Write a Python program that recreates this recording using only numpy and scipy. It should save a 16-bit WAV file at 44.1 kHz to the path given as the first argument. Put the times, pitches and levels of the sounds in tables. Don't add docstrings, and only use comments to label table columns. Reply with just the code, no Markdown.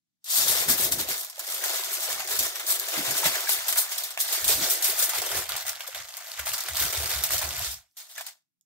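import sys
import numpy as np
from scipy import signal
from scipy.fft import rfft, irfft, next_fast_len
from scipy.io import wavfile
from scipy.ndimage import uniform_filter1d

SR = 44100
rng = np.random.default_rng(int(sys.argv[2]) if len(sys.argv) > 2 else 0)


def to_wav(sig):
    pcm = np.clip(np.atleast_2d(sig), -1, 1) * 32767
    pcm = np.round(pcm).astype(np.int16)
    wavfile.write(sys.argv[1], SR, pcm.T)


N = 381773

# (frequency [Hz], level [dB])
HUSH_EQ = [(12, -57.5), (20, -19.5), (70, -14), (168, 0), (347, -7), (388, -24), (16000, -21.5)]
# (time [s], lead of the left channel [samples])
LEFT_LEAD = [(0, 9.5), (1.3, 7), (1.8, 6.5), (4.2, 6.5), (4.7, -2.5), (7.2, -2.5), (7.7, -3.5), (8.6, 10)]
# (time [s], left over right [dB], dryness from crushing [0-1], crackle trim [dB])
SHEET_STATE = [(0.2, 2, 0.1, 6.5), (0.55, 2, 0.25, 0), (0.72, 2, 0, -1), (1.33, -1, 0.6, 1),
               (1.61, 0.5, 0.38, -0.5), (2.17, -0.5, 0.44, 0.3), (3.02, 0.5, 0.2, -1.1),
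               (4.58, -1, 0.12, 0.8), (5.09, 0, 0.2, -2), (5.92, -0.5, 0.88, 0), (6.1, 0, 0.66, -0.2),
               (7.5, -1, 0.47, 0.4), (7.66, -1.5, 0.44, 3), (7.92, -1.5, 0.26, 1.5), (8.34, 1, 0.7, 3.5),
               (8.65, -5.5, 0.23, 2)]
# (time [s], sparkle [dB], body [dB], flexing relative to body [dB])
RUSTLE_BED = [(0.2, -106, -106, -20), (0.238, -81, -83, -30), (0.26, -43.5, -53.5, -40),
              (0.4, -41.5, -38.5, -13.5), (0.6, -25, -34, -9), (0.96, -64, -44.5, -3.5),
              (1.17, -33.5, -45, -2.5), (1.33, -52.5, -53.5, -38), (1.45, -39, -46.5, -4.5),
              (1.7, -31, -38.5, -9.5), (2.2, -39.5, -41.5, -10.5), (2.63, -39.5, -44, -12.5),
              (3.1, -31.5, -36.5, -6.5), (3.62, -36, -39, -16.5), (4.14, -48, -48, -19.5),
              (4.3, -33, -38.5, -7.5), (4.6, -30.5, -39.5, -9), (5.0, -37.5, -39, -13),
              (5.35, -32, -37, -9), (5.8, -53, -47, -34), (6.0, -51, -52, -26), (6.31, -42, -45.5, -52),
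              (6.5, -45, -41.5, -22), (6.9, -32, -40.5, -9.5), (7.65, -39, -41, -15.5),
              (7.87, -86, -79, -43), (7.94, -69, -98, -32), (8.05, -58, -64, -40), (8.3, -60, -69, -38),
              (8.47, -105, -108, -22), (8.6, -115, -115, -11)]
# (frequency [Hz], level [dB])
SPARKLE_EQ = [(4120, -39.5), (7000, -6.5), (8470, 2), (10100, -1.5), (12400, 3.5), (15100, 0.5),
              (15900, -1)]
CRACKLE_EQ = [(1470, -32.5), (2500, -12.5), (3570, -0.5), (7000, -0.5), (9100, -7), (15400, -120)]
BODY_EQ = [(310, -30.5), (520, -9), (651, 1.5), (1020, -2.5), (1510, 0), (1800, 0), (2130, 1), (2590, -3.5),
           (2800, -2.5), (3640, -4.5), (6160, -120)]
FLEX_EQ = [(180, -68), (270, -18.5), (330, -1.5), (410, 2.5), (520, 3), (680, 2.5), (1140, -120)]
# (time [s], level [dB], body relative to that level [dB])
CREASE_SNAPS = [(0.242, -28.5, -35), (0.481, -10, -13.5), (0.553, -18.5, -24.5), (0.685, -13.5, -4),
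                (0.7776, -17, -12), (0.843, -23, -16), (0.9202, -8, -20.5), (0.9877, -23, -19),
                (1.0863, -16, -18), (1.247, -24.5, -19), (1.298, -26, -31), (1.38, -34.5, -5),
                (1.3936, -18.5, -12), (1.5437, -25, -21), (1.6387, -13, -11), (1.7594, -20, -21),
                (1.8437, -20, -23), (2.004, -18, -24), (2.274, -18.5, -25), (2.39, -8.5, -24),
                (2.4249, -19, -21), (2.556, -19.5, -7), (2.596, -21, -4), (2.6654, -16.5, -25),
                (2.796, -16, -30), (2.884, -16, -8), (2.9804, -20.5, -6), (3.108, -11, -22),
                (3.1672, -17.5, -18.5), (3.18, -20.5, -23.5), (3.24, -16.5, -15), (3.491, -16.5, -2),
                (3.6671, -23.5, -17), (3.682, -11, -23), (3.725, -13, -7), (3.758, -16.5, 0.5),
                (3.775, -13.5, -8), (3.919, -19, -15), (3.979, -13.5, -36), (4.0362, -15.5, -27),
                (4.1041, -22, -9), (4.174, -27.5, 6.5), (4.201, -12, -26), (4.2783, -18.5, -20),
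                (4.3244, -13, -22), (4.4425, -10, -31), (4.4792, -7.5, -34.5), (4.7, -12, -25.5),
                (4.823, -10.5, -34), (4.843, -8.5, -24), (5.024, -11, -23), (5.0924, -11.5, -11),
                (5.134, -20.5, 1.5), (5.219, -19, -22), (5.262, -19, -16.5), (5.314, -22, -0.5),
                (5.4913, -19.5, -28), (5.5647, -17, -25), (5.665, -21, -21), (5.6925, -21, -22),
                (5.8055, -30, -9), (5.876, -24.5, -17), (5.947, -26.5, -6.5), (6.1683, -25, -30),
                (6.3934, -20.5, -1.5), (6.4683, -23, 0), (6.535, -15, -12), (6.5799, -18, -22),
                (6.605, -16.5, -38), (6.685, -18, -6), (6.77, -17, -25), (6.801, -12, -27),
                (6.824, -18, -22), (6.925, -23, -24), (6.969, -22, -2.5), (7.057, -23.5, -4.5),
                (7.0936, -18.5, -12), (7.237, -10, -11), (7.2634, -20, -14), (7.306, -17, -6),
                (7.319, -15, -14), (7.3343, -12.5, -8.5), (7.3804, -15.5, -25), (7.419, -18, -26),
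                (7.4445, -19.5, -21), (7.9706, -29, -32), (8.1793, -24, -9), (8.2093, -23.5, -8),
                (8.2658, -25.5, -11), ]
# (time [s], hold [s], sparkle [dB], body [dB])
HAND_SQUEEZES = [(.31, 0.041, -26, -45.5), (.36, 0.028, -21.5, -43), (.42, .02, -23.5, -37),
                 (.48, 0.044, -22, -38), (.7, 0.018, -18.5, -33.5), (.8, 0.05, -22.5, -37.5),
                 (.928, 0.003, -26, -44), (1.0, 0.0043, -26, -36), (1.095, 0.027, -29.5, -40),
                 (1.19, 0.016, -31, -59), (1.4, 0.0065, -51, -48), (1.49, 0.046, -31.5, -44.5),
                 (1.64, 0.13, -36, -40.5), (1.76, 0.055, -38, -53), (1.935, 0.0073, -26.5, -55),
                 (2.035, 0.0084, -28.5, -45), (2.1, 0.029, -29.5, -39), (2.195, 0.014, -40, -36.5),
                 (2.31, 0.052, -27.5, -38), (2.395, 0.069, -28, -38.5), (2.56, 0.058, -50, -44),
                 (2.7, 0.0078, -20, -37.5), (2.755, 0.0077, -27.5, -41.5), (2.94, 0.04, -32.5, -34),
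                 (3.06, 0.034, -35.5, -34.5), (3.17, 0.02, -27.5, -35), (3.255, 0.009, -22, -27),
                 (3.35, 0.0066, -31, -33.5), (3.5, 0.025, -22, -42.5), (3.69, 0.016, -25, -39.5),
                 (3.78, 0.0063, -18, -40), (3.92, 0.011, -31, -41), (3.985, 0.027, -34, -42.5),
                 (4.05, 0.023, -37.5, -48.5), (4.21, 0.0034, -22.5, -49), (4.33, 0.023, -26.5, -44.5),
                 (4.49, 0.034, -20, -36), (4.63, 0.033, -28, -35), (4.71, 0.0044, -19.5, -71),
                 (4.84, 0.067, -24.5, -40), (4.995, 0.0052, -20.5, -36.5), (5.03, 0.0047, -20, -43.5),
                 (5.15, 0.038, -29.5, -36.5), (5.37, 0.0058, -25, -34.5), (5.5, 0.047, -48, -40.5),
                 (5.57, 0.055, -38, -50), (5.68, 0.013, -29.5, -38), (5.81, 0.0036, -42, -45),
                 (5.88, 0.015, -43, -45), (5.96, 0.036, -43, -41.5), (6.39, 0.0038, -46, -43),
                 (6.47, 0.029, -30.5, -42.5), (6.54, 0.014, -31, -41), (6.77, 0.076, -28, -36),
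                 (6.93, 0.12, -38, -41), (7.1, 0.053, -32, -37.5), (7.245, .02, -36, -45),
                 (7.32, 0.048, -27.5, -38), (7.42, 0.011, -36, -35), (7.62, 0.1, -35.5, -48.5),
                 (7.975, 0.037, -44.5, -55), (8.1, 0.079, -50, -63), (8.18, 0.015, -48, -42.5),
                 (8.266, 0.023, -49.5, -52)]
# (time [s], hold [s], board rumble [dB], boom of the open sheet [dB])
HAND_LEANS = [(.39, 0.12, -57, -52), (.5, 0.15, -58, -58), (.7, 0.014, -47.5, -34),
              (.8, 0.07, -48.5, -46.5), (.93, 0.077, -47.5, -44), (1.09, 0.023, -55, -50),
              (1.54, 0.1, -78, -73), (2.09, 0.12, -66, -62), (2.3, 0.055, -65, -70),
              (2.4, 0.033, -53, -53.5), (2.99, 0.012, -56, -37.5), (3.1, 0.047, -60.5, -50),
              (3.27, 0.01, -50, -40), (3.52, 0.12, -66, -92), (4.3, 0.081, -83, -83),
              (4.46, 0.11, -47.5, -58), (4.6, 0.027, -53, -42.5), (4.9, 0.043, -68, -73),
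              (5.19, 0.019, -54, -62), (5.36, 0.014, -47, -56), (5.51, .02, -56, -80),
              (5.62, 0.11, -63.5, -94), (5.98, 0.04, -60.5, -78), (6.41, 0.034, -63, -70),
              (6.51, 0.016, -55, -80), (6.72, 0.046, -54, -64), (6.83, 0.015, -40, -54),
              (6.99, 0.073, -44.5, -67), (7.16, 0.068, -47, -67), (7.34, 0.018, -43.5, -78),
              (7.45, 0.082, -47, -56.5), (7.59, 0.031, -45, -66), (7.68, 0.062, -55, -73)]
# (frequency [Hz], level [dB])
RUMBLE_EQ = [(18, -49), (30, -20.5), (55, -1), (75, 0.5), (113, -3), (141, -5), (180, -15), (230, -50.5),
             (400, -120)]
BOOM_EQ = [(88, -32.5), (150, -4), (215, -8.5), (258, -3), (290, -3), (380, -6), (640, -120)]
# (time [s], level
# [dB], pitch [Hz])
POCKET_POPS = [(0.515, -22.5, 617), (0.683, -26, 586), (0.989, -27.5, 910), (1.379, -28, 586),
               (2.085, -21, 524), (2.226, -26, 770), (2.285, -27.5, 762), (2.557, -25.5, 1860),
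               (3.232, -15.5, 920), (3.255, -12.5, 600), (3.472, -17.5, 1640), (4.495, -13.5, 440),
               (5.218, -23.5, 736), (5.807, -31.5, 1620), (5.885, -26.5, 527), (5.947, -31, 1530),
               (6.391, -28, 1460), (6.796, -32, 1860), (6.834, -20.5, 1520), (6.926, -27, 1330),
               (7.415, -28, 670), (7.601, -23, 713), (8.18, -24, 1720), (8.21, -36, 706)]
# (end time [s], length [s], depth [dB])
FOIL_LULLS = [(0.914, 0.02, 4), (0.68, 0.034, 3.5), (2.384, 0.012, 1), (2.79, 0.029, 6), (3.77, 0.014, 12),
              (4.188, 0.035, 6), (5.216, .015, 5), (5.489, 0.061, 4.5), (5.794, 0.016, 6), (5.946, .02, 1),
              (6.459, 0.022, 2), (6.928, 0.018, 6.5), (7.968, 0.043, 20)]
# (time [s], level [dB], pitch [Hz])
BOARD_THUDS = [(0.987, -49, 108), (1.083, -50, 97), (3.075, -38.5, 132), (5.35, -37.5, 81.5),
               (6.391, -39, 71.4), (6.71, -36.5, 74.4), (6.813, -35, 71), (6.977, -29, 75),
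               (7.157, -29.5, 70), (7.322, -40, 95), (7.443, -31, 74.7), (7.67, -35.5, 66.4)]
# (time [s], level [dB], pitch [Hz])
DENT_TICKS = [(1.6612, -12.5, 11700), (1.8377, -13, 4300), (2.3905, -13.5, 11900), (2.4593, -19, 10900),
              (2.7982, -9.5, 13260), (3.181, -9, 8700), (3.4066, -11, 11100), (3.494, -8, 9000),
              (3.6462, -22, 6700), (3.7266, -7.5, 9100), (3.8945, -21, 7000), (3.9604, -21, 7600),
              (4.036, -19, 12470), (4.1758, -12, 2420), (4.2785, -25, 12500), (5.137, -36, 2720),
              (5.219, -10, 11700), (5.2625, -20.5, 9000), (5.3165, -17, 10000), (5.4933, -17, 10050),
              (5.521, -12.5, 3640), (5.7568, -21, 4200), (5.8075, -17, 3010), (5.8779, -21, 8100),
              (5.93, -27, 2610), (5.9486, -19, 3160), (5.9791, -21, 4980), (6.024, -26.5, 5100),
              (6.0789, -32, 4300), (6.0915, -25, 7000), (6.1407, -21, 4300), (6.17, -26, 11560),
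              (6.189, -30, 7200), (6.318, -17, 4500), (6.3961, -21, 2280), (6.46, -23, 9000),
              (6.5186, -18, 2750), (6.638, -15, 15100), (6.7561, -13, 4050), (6.9275, -12, 13600),
              (7.0592, -14, 4900), (7.0776, -17, 6100), (7.129, -15, 5100), (7.1815, -16, 10850),
              (7.2023, -22, 3900), (7.239, -10, 8100), (7.491, -14.5, 6100), (7.5086, -17.5, 3300),
              (7.5821, -17, 12440), (7.5943, -15, 11400), (7.719, -25, 7140), (7.728, -27, 9000),
              (7.7425, -21, 5970), (7.913, -58, 5500), (7.7735, -33, 6250), (8.1803, -30, 2300),
              (8.2674, -21, 12340), (8.2912, -30, 7800), (8.611, -50, 7000)]

THIN_HZ = 420
SNAP_RISE_S, SNAP_RING_S = 0.0018, 0.078
DRY_SHORTENS, DRY_CRACK_DB = 0.24, 6
TICK_RISE_S, TICK_FALL_S, TICK_CYCLES = 0.00025, 0.00015, 0.34
TOP_HZ = 15810


def amp(db):
    return np.exp(np.asarray(db) * (np.log(10) / 20))


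def unit(x):
    return x / np.sqrt(np.mean(x ** 2) + 1e-20)


def curves(rows):
    times, *columns = np.transpose(rows)
    return [np.interp(np.arange(N) / SR, times, column) for column in columns]


def lead_at(s):
    return np.interp(s, *np.transpose(LEFT_LEAD))


def filtered(x, response):
    size = next_fast_len(N + SR // 4)
    return irfft(rfft(x, size) * response(np.fft.rfftfreq(size, 1 / SR)), size)[..., :N]


def colour(x, eq):
    points_hz, points_db = np.transpose(eq)

    def gain(hz):
        return amp(np.interp(np.log(hz + 1), np.log(points_hz + 1), points_db))
    return filtered(x, gain) / np.sqrt(np.mean(gain(np.linspace(0, SR / 2, 4000)) ** 2))


def fade(power, t60):
    keep = amp(-120 / (t60 * SR))
    return np.abs(signal.lfilter([1 - keep], [1, -keep], power))


def shimmer(shared, patchy_db):
    hz, t, noise = signal.stft(rng.standard_normal((3, N), np.float32), SR, nperseg=256)
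    patches = uniform_filter1d(rng.standard_normal(noise.shape[1:]), size=5, axis=0)
    patches = uniform_filter1d(patches, size=4, axis=1)
    turn = np.exp(1j * np.pi * hz[:, None] * lead_at(t) / SR)
    pair = np.sqrt(shared) * noise[0] * np.array([turn, turn.conj()]) + np.sqrt(1 - shared) * noise[1:]
    return unit(signal.istft(pair * amp(patchy_db * unit(patches)), SR, nperseg=256)[1][:, :N])


def swells(rows, rise_s, fall_db_per_s):
    out, t = np.zeros((len(rows[0]) - 2, N + SR)), np.arange(-SR // 10, SR // 2) / SR
    attack = np.clip(1 + t / rise_s, 0, 1) ** 4
    for s, hold, *db in rows:
        shape = attack * amp(-2 * fall_db_per_s * np.maximum(t - hold, 0))
        out[:, round(s * SR):][:, :len(t)] += amp(db)[:, None] ** 2 * shape
    return out[:, SR // 10:][:, :N]


def hush():
    return amp(-92) * colour(rng.standard_normal((2, N)), HUSH_EQ)


def buckles(per_s, spread_db):
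    chance, size = rng.random(N), rng.exponential(size=N)
    power = (chance < per_s / SR) * amp(2 * spread_db * np.minimum(size, 3.2))
    return power / power.mean()


def sheet_ring(power, click_share, click_s, ring_s):
    return click_share * fade(power, click_s) + (1 - click_share) * fade(power, ring_s)


def tension(depth, span_s):
    gain, t = np.ones(N + SR), np.arange(SR // 20) / SR
    for s, *_ in CREASE_SNAPS:
        gain[round(s * SR) - len(t):][:len(t)] *= 1 - depth * np.exp((t - t[-1]) / span_s)
    return gain[:N]


def creases(levels_db, ring_stretch):
    power, t = np.zeros(N + SR), np.arange(SR // 8) / SR
    burst = 2.5 * amp(-120 * t / 0.007)
    state_s, _, state_dryness, _ = np.transpose(SHEET_STATE)
    for (s, *_), db in zip(CREASE_SNAPS, levels_db):
        dryness = np.interp(s, state_s, state_dryness)
        ring = amp(-120 * t / (ring_stretch * SNAP_RING_S * (1 - DRY_SHORTENS * dryness)))
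        attack = 1 - np.exp(-t / (1e-4 + SNAP_RISE_S * np.clip(1 - 2 * dryness, 0, 1)))
        power[round(s * SR) + 16:][:len(t)] += amp(2 * db) * (burst + ring) * attack
    return power[:N]


def cracks():
    out, scatter = np.zeros((2, N + SR)), rng.random((len(CREASE_SNAPS), 6))
    for (s, db, _), jitter in zip(CREASE_SNAPS, scatter):
        half_lead = lead_at(s) / 2
        for side, shift in enumerate((-half_lead, half_lead)):
            first = round(s * SR + shift) + 24
            out[side, first] += amp(db)
            out[side, first + 6 + int(40 * jitter[side])] -= 0.23 * amp(db)
            out[side, first + 50 + int(90 * jitter[side + 2])] += 0.5 * amp(db)
    return out[:, :N]


def pings(level_db, count):
    when, pitch, strength, pan = rng.random((count, 4)).T[:, :, None]
    t = np.arange(900) / SR
    start = (when * N).astype(int)
    hz = 1000 * amp(15 * pitch)
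    envelope = amp(-60 * t / 0.022) * (1 - np.exp(-t / 0.00029)) * (1 - t / t[-1])
    waves = amp(-3 * np.log(strength + 0.03)) * np.sin(2 * np.pi * hz * t) * envelope
    waves = waves / np.sqrt(np.sum(waves ** 2) / N) * amp(level_db[start])
    at = (start + np.arange(len(t))).ravel()
    sides = np.cos(pan * np.pi / 2), np.sin(pan * np.pi / 2)
    return np.array([np.bincount(at, (waves * gain).ravel(), N)[:N] for gain in sides])


def ticks(level_db, count):
    when, strength, pitch, _ = rng.random((count, 4)).T
    t = np.arange(-24, 120) / SR
    stray_s = when * (N / SR - 0.01)
    stray_db = level_db[(stray_s * SR).astype(int)] - 3.1 * np.log(strength + 0.039)
    strays = np.transpose([stray_s, stray_db, 2200 * amp(17 * pitch)])
    s, db, hz = np.vstack([DENT_TICKS, strays]).T[:, :, None]
    attack = np.exp(-(t / TICK_RISE_S) ** 2)
    decay = np.exp(-np.abs(t) / (TICK_FALL_S + TICK_CYCLES / hz))
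    waves = amp(db - 2) * np.where(t < 0, attack, decay) * np.cos(2 * np.pi * hz * t)
    half_lead, out = lead_at(s) / 2, []
    for shift in (-half_lead, half_lead):
        at = np.round((s + t) * SR + shift).astype(int).clip(0, N - 1)
        out.append(np.bincount(at.ravel(), waves.ravel(), N))
    return np.array(out)


def foil():
    sparkle_db, body_db, flex_db = curves(RUSTLE_BED)
    squeezes = swells(HAND_SQUEEZES, rise_s=0.05, fall_db_per_s=296)
    high, low = (amp([2 * sparkle_db, 2 * body_db]) + squeezes) * lulls()
    mid = np.sqrt(high * low)
    pan_db, dryness, crackle_db = curves(SHEET_STATE)
    open_grain = (1 - dryness) * (1.37 + 0.091 * buckles(280, spread_db=1)) * tension(0.27, span_s=0.32)
    dry_grain = dryness * buckles(220, spread_db=-2)
    _, snap_db, snap_body_db = np.transpose(CREASE_SNAPS)
    spray = tick_spray(level_db=-12, t60=0.01)

    sparkle = amp(-2.5) * (sheet_ring(high * open_grain, 0.21, 0.004, 0.014) + fade(high * dry_grain, 0.0045))
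    sparkle += creases(snap_db - 9, ring_stretch=1) + spray
    crackle = sheet_ring(mid * open_grain, 0.24, 0.004, 0.017) + fade(mid * dry_grain, 0.015)
    crackle *= amp(2 * crackle_db)
    crackle += creases(snap_db - 14.5, ring_stretch=1.2) + amp(-9) * spray
    body = amp(-3.5) * (sheet_ring(low * open_grain, 0.37, 0.014, 0.026) + fade(low * dry_grain, 0.048))
    body += creases(snap_db + snap_body_db - 9.5, ring_stretch=0.99)
    bends = low * amp(2 * flex_db - 2.5) * buckles(60, spread_db=1.5)
    flex = sheet_ring(bends, click_share=0.26, click_s=0.0033, ring_s=0.16)

    crack = cracks() * amp(DRY_CRACK_DB * dryness)
    top = np.sqrt(sparkle) * shimmer(0.039, patchy_db=2.5) + amp(-11.5) * crack
    mix = colour(top, SPARKLE_EQ) * amp([[1.2], [-1.2]])
    mix += colour(np.sqrt(crackle) * shimmer(0.18, patchy_db=2) + amp(-16) * crack, CRACKLE_EQ)
    mix += colour(np.sqrt(body) * shimmer(0.63, patchy_db=2), BODY_EQ) * amp([[-0.9], [0.9]])
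    details = pings(10 * np.log10(low) - 5.5, count=1500) + pops()
    details += ticks(10 * np.log10(mid * (dryness + 0.038)) + 7.5, count=700)
    mix += filtered(details, lambda hz: hz ** 4 / (hz ** 4 + THIN_HZ ** 4))
    mix += colour(np.sqrt(flex) * shimmer(0.73, patchy_db=0.5), FLEX_EQ)
    return mix * amp(np.array([pan_db, -pan_db]) / 2)


def kitchen(x):
    t = np.arange(SR // 4) / SR
    tail = rng.standard_normal((2, len(t))) * amp(-60 * t / 0.11) * (1 - np.exp(-t / 0.004))
    return signal.oaconvolve(x, tail / np.linalg.norm(tail[0]), axes=1)[:, :N]


def leans():
    rumble = np.sqrt(swells(HAND_LEANS, rise_s=0.079, fall_db_per_s=250)[0])
    boom = np.sqrt(swells(HAND_LEANS, rise_s=0.053, fall_db_per_s=390)[1])
    noise = shimmer(0.77, patchy_db=1.5)
    return rumble * colour(noise, RUMBLE_EQ) + boom * colour(noise[:, ::-1], BOOM_EQ)


def pops():
    out, t = np.zeros(N + SR), np.arange(SR // 10) / SR
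    attack = 1 - np.exp(-t / 0.00091)
    for s, db, hz in POCKET_POPS:
        ring = np.sin(2 * np.pi * hz * t) + 0.5 * np.sin(2 * np.pi * 1.4 * hz * t)
        out[round(s * SR):][:len(t)] += amp(db - 6.5 - 60 * t / 0.045) * ring * attack
    return out[:N]


def lulls():
    dip_db, t = np.zeros(N), np.arange(N) / SR
    for s, length, db in FOIL_LULLS:
        dip_db -= db * (t < s) * np.clip(2 + 2 * (t - s) / length, 0, 1)
    return amp(2 * dip_db)


def thuds():
    out, t = np.zeros(N + SR), np.arange(SR // 3) / SR
    envelope = amp(-60 * t / 0.22) * (1 - np.exp(-t / 0.0092))
    for s, db, hz in BOARD_THUDS:
        out[round(s * SR):][:len(t)] += amp(db + 1.5) * np.sin(2 * np.pi * hz * t) * envelope
    return out[:N]


def tick_spray(level_db, t60):
    s, db, _ = np.transpose(DENT_TICKS)
    kicks = np.bincount(np.round(s * SR).astype(int), amp(2 * (db + level_db)), N)
    return signal.lfilter([1], [1, -amp(-120 / (t60 * SR))], kicks)


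def scene():
    room_tone = hush()
    wrap = foil()
    reverb = amp(-8) * kitchen(wrap)
    low_end = (leans() + thuds()) * amp([[-0.4], [0.4]])
    return room_tone + wrap + reverb + low_end


def record(dry):
    return filtered(dry, lambda hz: np.sin(np.pi / 2 * np.clip((TOP_HZ - hz) / 120, 0, 1)) ** 2)


dry = scene()
out = record(dry)
to_wav(out)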